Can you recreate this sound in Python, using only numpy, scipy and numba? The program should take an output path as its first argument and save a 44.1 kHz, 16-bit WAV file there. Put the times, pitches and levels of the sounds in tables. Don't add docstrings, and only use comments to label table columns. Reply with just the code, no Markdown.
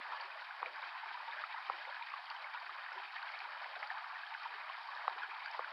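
import sys
import numpy as np
from scipy import signal
from scipy.fft import rfft, irfft
from scipy.io import wavfile
from scipy.ndimage import uniform_filter1d
from numba import njit

SR = 44100
rng = np.random.default_rng(int(sys.argv[2]) if len(sys.argv) > 2 else 0)


def pcm_store(signal):
    levels = np.round(np.clip(np.atleast_2d(signal), -1, 1) * 32767)
    wavfile.write(sys.argv[1], SR, levels.astype(np.int16).T)


N = 252252


def undb(db):
    return 10 ** (np.asarray(db) / 20)


def level(x, db):
    return x * undb(db) / np.sqrt(np.mean(x ** 2))


def colour(x, points):
    hz, db = np.transpose(points)
    f = np.maximum(np.arange(N // 2 + 1) * SR / N, 1)
    gain = undb(np.interp(np.log(f), np.log(hz), db))
    return irfft(rfft(x) * gain, N)


def follow(points_s, points_db):
    return undb(np.interp(np.arange(N) / SR, points_s, points_db))


def highpass(x, order, hz):
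    return signal.sosfilt(signal.butter(order, hz, "highpass", fs=SR, output="sos"), x)


@njit
def ring(start_s, hz, size, fade_s, rise_s, glide):
    out = np.zeros(N)
    for k in range(len(start_s)):
        first = int(start_s[k] * SR)
        step = 2 * np.pi * hz[k] / SR
        phase = 0.
        tail, gap = size[k], size[k]
        samples = fade_s[k] * SR
        fall = .5 ** (1 / samples)
        swell = np.exp(-1 / (rise_s[k] * SR))
        climb = 1 + glide / samples
        for i in range(max(first, 0), min(first + int(8 * samples), N)):
            phase += step
            step = min(step * climb, 3.)
            tail *= fall
            gap *= fall * swell
            out[i] += (tail - gap) * np.sin(phase)
    return out


def swarm(count, low_hz, high_hz, cycles, rise, spread_db, glide, splashes, splash_s, splash_db, span=1):
    pitch, life, luck, member, lag = rng.random((count, 5)).T
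    when, strength, lowest = rng.random((splashes, 3)).T
    own = (member * splashes).astype(int)
    place = (lowest[own] + span * pitch) % 1
    hz = low_hz * (high_hz / low_hz) ** place
    bubble_db = -spread_db * np.log(1 - .98 * luck)
    own_splash_db = -splash_db * np.log(1 - .98 * strength[own])
    start_s = when[own] * N / SR - splash_s * np.log(1 - lag)
    fade_s = cycles * (.5 + life) / hz
    bubbles = ring(start_s, hz, undb(bubble_db + own_splash_db), fade_s, rise / hz, glide)
    spectrum = rfft(bubbles)
    trend = uniform_filter1d(np.abs(spectrum) ** 2, size=1500)
    return irfft(spectrum / np.sqrt(trend), N)


# [dB per Hz, relative]
HISS_TINT = [(20, 6), (200, 6), (1000, -2.5), (7000, 3.5), (13000, 3)]
HISS_DB = -84


def hiss():
    return level(colour(rng.standard_normal(N), HISS_TINT), HISS_DB)


# start_s [s], peak_db [dB before the microphone], hardness_db [dB per octave]
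BLOWS = [(0.6286, -25, -2), (1.698, -22, 3), (5.079, -18, 7), (5.5923, -27, -4.5)]
# pitch_hz [Hz], level_db [dB, relative], t60_s [s to fall 60 dB]; pitch and level then vary
HOUSING_MODES = [(522, -8.5, 0.027), (775, 1, 0.02), (1133, 12, 0.008), (1360, 0, 0.012),
                 (1930, -9, 0.0083), (2740, -21, 0.0038), (3880, -28, 0.011)]


def knocks():
    hz, mode_db, t60_s = np.array(HOUSING_MODES, float).T
    sign = -(-1.) ** np.arange(len(hz))
    octaves = np.log2(hz / hz[0])
    chances = rng.standard_normal((len(BLOWS), len(hz)))
    out = 0
    for (start_s, peak_db, hardness_db), chance in zip(BLOWS, chances):
        size = sign * undb(mode_db + hardness_db * octaves + 2.0 * chance)
        varied_hz = hz * (1 + 0.019 * chance[::-1])
        blow = ring(start_s + 0 * hz, varied_hz, size, t60_s / 10, 0.0003 + 0 * hz, 0.)
        blow = highpass(blow, 3, 400)
        out = out + undb(peak_db) * blow / np.abs(blow).max()
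    return out


# [dB per Hz, relative]
DEEP_TINT = [(150, -42.5), (230, -22.5), (330, 5), (400, 8), (470, -1), (600, -28)]
# [dB per Hz, relative]
BUBBLING_TINT = [(350, -52.5), (460, -16.5), (540, 0), (640, 7), (760, -9), (950, -43.5)]
# full_s [s, when the rise is complete], hold_s [s], level_db [dB before echo and microphone]
DEEP_SPELLS = [(0.062, 0.067, -74.5), (0.233, 0.19, -89), (0.625, 0.11, -74), (0.834, 0.051, -81),
               (1.058, 0.09, -74.5), (1.193, 0.2, -84), (1.577, 0.024, -82), (1.69, 0.087, -73.5),
               (2.653, 0.049, -81.5), (2.926, 0.14, -82), (3.358, 0.11, -79.5), (3.67, 0.16, -81.5),
               (4.225, 0.019, -81), (4.493, 0.14, -85), (5.086, 0.22, -79.5), (5.588, 0.13, -75)]
# time_s [s], level_db [dB before echo and microphone]
BUBBLING_RIDE = [(0, -66), (0.12, -64), (0.36, -61), (0.5, -78), (0.66, -60), (0.8, -68), (1.07, -89),
                 (1.23, -62), (1.4, -68), (1.56, -78), (1.74, -67), (1.88, -58.5), (2.02, -79), (2.28, -73),
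                 (2.38, -67), (2.68, -72), (2.97, -65.5), (3.1, -94), (3.3, -63), (3.55, -65.5), (3.8, -58),
                 (3.95, -76), (4.42, -83), (4.52, -71.5), (4.68, -63), (4.83, -86), (4.93, -68),
                 (5.14, -67), (5.32, -88), (5.48, -66), (5.62, -62.5), (5.72, -65)]
SPELL_ATTACK_S, SPELL_RELEASE_S = 0.014, 0.03
CALM_DEEP_DB = -98


def gurgle():
    full_s, hold_s, spell_db = np.array(DEEP_SPELLS, float).T[:, :, None]
    age = np.arange(N) / SR - full_s
    attack = np.clip(age / SPELL_ATTACK_S + 1, 0, 1)
    release = np.exp(-np.maximum(age - hold_s, 0) / SPELL_RELEASE_S)
    deep_gain = undb(CALM_DEEP_DB) + (undb(spell_db) * attack * release).sum(axis=0)
    small_gain = follow(*np.transpose(BUBBLING_RIDE))
    big = swarm(count=2500, low_hz=208.6, high_hz=784.5, cycles=4.5, rise=0.37, spread_db=3.5, glide=0.03,
                splash_s=0.017, splash_db=1.7, splashes=500)
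    deep = deep_gain * level(colour(big, DEEP_TINT), 0)
    small = small_gain * level(colour(big, BUBBLING_TINT), 0)
    return deep + small


SCATTER_DB, SCATTER_FADE_S = -8.5, 0.0095


def scatter(x):
    age = np.arange(SR // 20) / SR
    tail = rng.standard_normal(len(age)) * np.exp(-age / SCATTER_FADE_S)
    tail = level(tail, SCATTER_DB) / np.sqrt(len(age))
    return x + signal.fftconvolve(x, tail)[:N]


# peak_s [s, about], pitch_hz [Hz at birth],
# peak_db [dB before scatter, filter and microphone], ring_cycles [periods to fall 12 dB]
BUBBLE_BLIPS = [(0.075, 312, -76, 7), (0.205, 874, -38.5, 10), (0.211, 4430, -42.5, 14),
                (0.247, 382, -63, 10), (0.509, 1520, -36.5, 3.8), (0.66, 2230, -32.5, 4.5),
                (0.667, 497, -52.5, 9.7), (0.826, 990, -40.5, 4.1), (1.033, 886, -40, 10.6),
                (1.203, 980, -39.5, 7), (1.151, 953, -38.5, 7.3), (1.174, 1170, -38, 5),
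                (1.279, 910, -40, 31), (1.333, 1660, -36.5, 6.4), (1.39, 1600, -37.5, 4.9),
                (1.439, 1250, -30, 4.4), (1.543, 863, -37, 6.2), (1.874, 523, -54.5, 9.2),
                (1.893, 1250, -45, 7), (1.925, 1620, -37, 4.8), (2.01, 920, -40, 15.4),
                (2.024, 2260, -38.5, 5), (2.307, 910, -39.5, 4.3), (2.189, 703, -43.5, 6.3),
                (2.313, 1170, -42, 6), (2.139, 1086, -29.5, 2.7), (2.301, 4420, -40.5, 8.9),
                (2.443, 2160, -39.5, 19), (2.546, 940, -39, 7.5), (2.548, 1380, -39, 4.5),
                (2.694, 1190, -35.5, 5.6), (2.964, 375, -58, 12), (2.918, 1400, -37, 4.1),
                (2.977, 960, -37, 10.6), (3.229, 1520, -38, 8.4), (3.29, 2130, -40, 9.6),
                (3.336, 2165, -43, 39), (3.371, 1720, -39.5, 5.1), (3.404, 2260, -35.5, 2.8),
                (3.644, 1770, -34, 1.9), (3.488, 1210, -43, 5.3), (3.765, 717, -40.5, 8.5),
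                (3.772, 422, -65, 9.7), (3.829, 1970, -30, 2.7), (3.903, 1700, -30.5, 4.3),
                (3.953, 853, -41, 8), (4.234, 1610, -37.5, 12), (4.349, 1550, -34, 5.5),
                (4.458, 906, -35.5, 8), (4.51, 466, -67, 7.4), (4.549, 414, -62, 9.1), (4.597, 239, -76, 4),
                (4.698, 750, -44, 9.4), (4.698, 1040, -37, 9.8), (4.888, 1068, -38, 10),
                (5.162, 417, -56, 2.6), (5.206, 950, -38, 3.9), (5.233, 1454, -32, 6.2),
                (5.234, 420, -64, 5.4), (5.286, 422, -65, 4.2), (5.315, 880, -46, 14),
                (5.404, 2160, -41.5, 14), (5.46, 1510, -31.5, 3.1), (5.46, 4530, -45, 16),
                (5.504, 810, -38.5, 3.5), (5.513, 4900, -46.5, 9.1), (5.645, 1490, -33.5, 4.5)]
# [dB before scatter, filter and microphone]
DROPLETS = [(0.199, 2870, -41.5), (0.76, 4600, -50), (0.821, 3700, -44), (0.83, 2210, -40.5),
            (1.283, 3600, -48), (1.311, 3540, -45), (1.882, 3460, -49), (2.026, 3720, -43),
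            (2.099, 4750, -51), (2.133, 2550, -47), (2.268, 3020, -46), (2.301, 2770, -41),
            (2.347, 5030, -57), (2.364, 2950, -43), (2.929, 4940, -50), (3.219, 2800, -48),
            (3.227, 3830, -46), (3.228, 4430, -48), (3.279, 3220, -47), (3.319, 4630, -49.5),
            (3.348, 3600, -47), (3.355, 2430, -41), (3.39, 4300, -45), (3.391, 4900, -56),
            (3.759, 3700, -45), (3.873, 4400, -45.5), (4.265, 3080, -44), (4.433, 4860, -51),
            (4.692, 2800, -45), (5.232, 3040, -46)]
DROP_CYCLES = 7
DEEP_HZ = 600


def blips():
    drops = [(*drop, DROP_CYCLES) for drop in DROPLETS]
    peak_s, hz, peak_db, ring_cycles = np.array(BUBBLE_BLIPS + drops, float).T
    fade_s, rise_s = 0.5 * ring_cycles / hz, 1.07 / hz
    ratio = rise_s * np.log(2) / fade_s
    height = (ratio / (1 + ratio)) ** ratio / (1 + ratio)
    size = undb(peak_db) / height
    start_s = peak_s - 1.015 / hz
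    deep = ring(start_s, hz, (hz < DEEP_HZ) * size, fade_s, rise_s, 0.019)
    small = ring(start_s, hz, (hz >= DEEP_HZ) * size, fade_s, rise_s, 0.019)
    return scatter(deep) + highpass(scatter(small), 6, DEEP_HZ)


# [dB per Hz, relative]
RUSH_TINT = [(500, -56.5), (630, -16), (720, -5), (880, 1.5), (1300, -2), (1700, -0.5), (2000, -5.5),
             (2500, -8), (3000, -30), (4000, -60)]
# [dB per Hz, relative]
SPRAY_TINT = [(1800, -26.5), (2500, -5.5), (3000, 2), (3600, -0.5), (4400, -1.5), (4700, -1.5),
              (5200, -8.5), (5550, -14.5), (5900, -24), (7000, -51)]
# time_s [s], rush_db and spray_db [dB before echo and microphone]
FLOW_RIDE = [(0.0, -47.5, -59.5), (0.25, -48, -60), (1.15, -47.5, -60), (2.241, -48, -58.5),
             (2.58, -48.5, -60.5), (3.62, -47, -59), (3.97, -48, -59.5), (4.84, -48, -59.5),
             (5.72, -47.5, -59)]


def rush():
    time_s, rush_db, spray_db = np.transpose(FLOW_RIDE)
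    water = dict(low_hz=453.0, high_hz=6396.0, rise=0.66, glide=0.0318, span=0.4)
    near = swarm(count=14000, cycles=3.76, spread_db=1.0, splash_s=.008, splash_db=0.0, splashes=500, **water)
    plips = swarm(count=2200, cycles=8.97, spread_db=2.5, splash_s=.025, splash_db=2.5, splashes=250, **water)
    spatter = swarm(count=3000, cycles=1.42, spread_db=6.0, splash_s=.0015, splash_db=1.5, splashes=300, **water)
    fine = level(near, -7.0) + level(spatter, -15)
    blur = rng.standard_normal(N)
    body = fine + level(blur, -6.5) + level(plips, -8.0)
    mist = fine + level(blur, -4.5) + level(plips, -12.0)
    body = follow(time_s, rush_db) * level(colour(body, RUSH_TINT), 0)
    spray = follow(time_s, spray_db) * level(colour(mist, SPRAY_TINT), 0)
    return body + spray


# pitch_hz [Hz], level_db [dB re the direct sound]
ECHO_TINT = [(1200, -41.5), (3500, -11), (5500, -21.5)]
ECHO_S = 0.00144


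def add_echo(stream):
    late = np.roll(stream, round(ECHO_S * SR))
    return stream - colour(late, ECHO_TINT)


def scene():
    stream = add_echo(rush() + gurgle())
    return (stream + blips() + knocks())[None]


TOP_HZ = 12900


def record(dry):
    band = signal.butter(4, [240, 5900], "bandpass", fs=SR, output="sos")
    band = np.vstack([band, signal.butter(6, 6500, fs=SR, output="sos")])
    top = signal.ellip(10, .2, 60, TOP_HZ, fs=SR, output="sos")
    lead = SR // 10
    led_in = np.pad(dry, ((0, 0), (lead, 0)), mode="reflect")
    heard = signal.sosfilt(band, led_in)[:, lead:]
    return signal.sosfilt(top, heard + hiss())


dry = scene()
out = record(dry)
pcm_store(out)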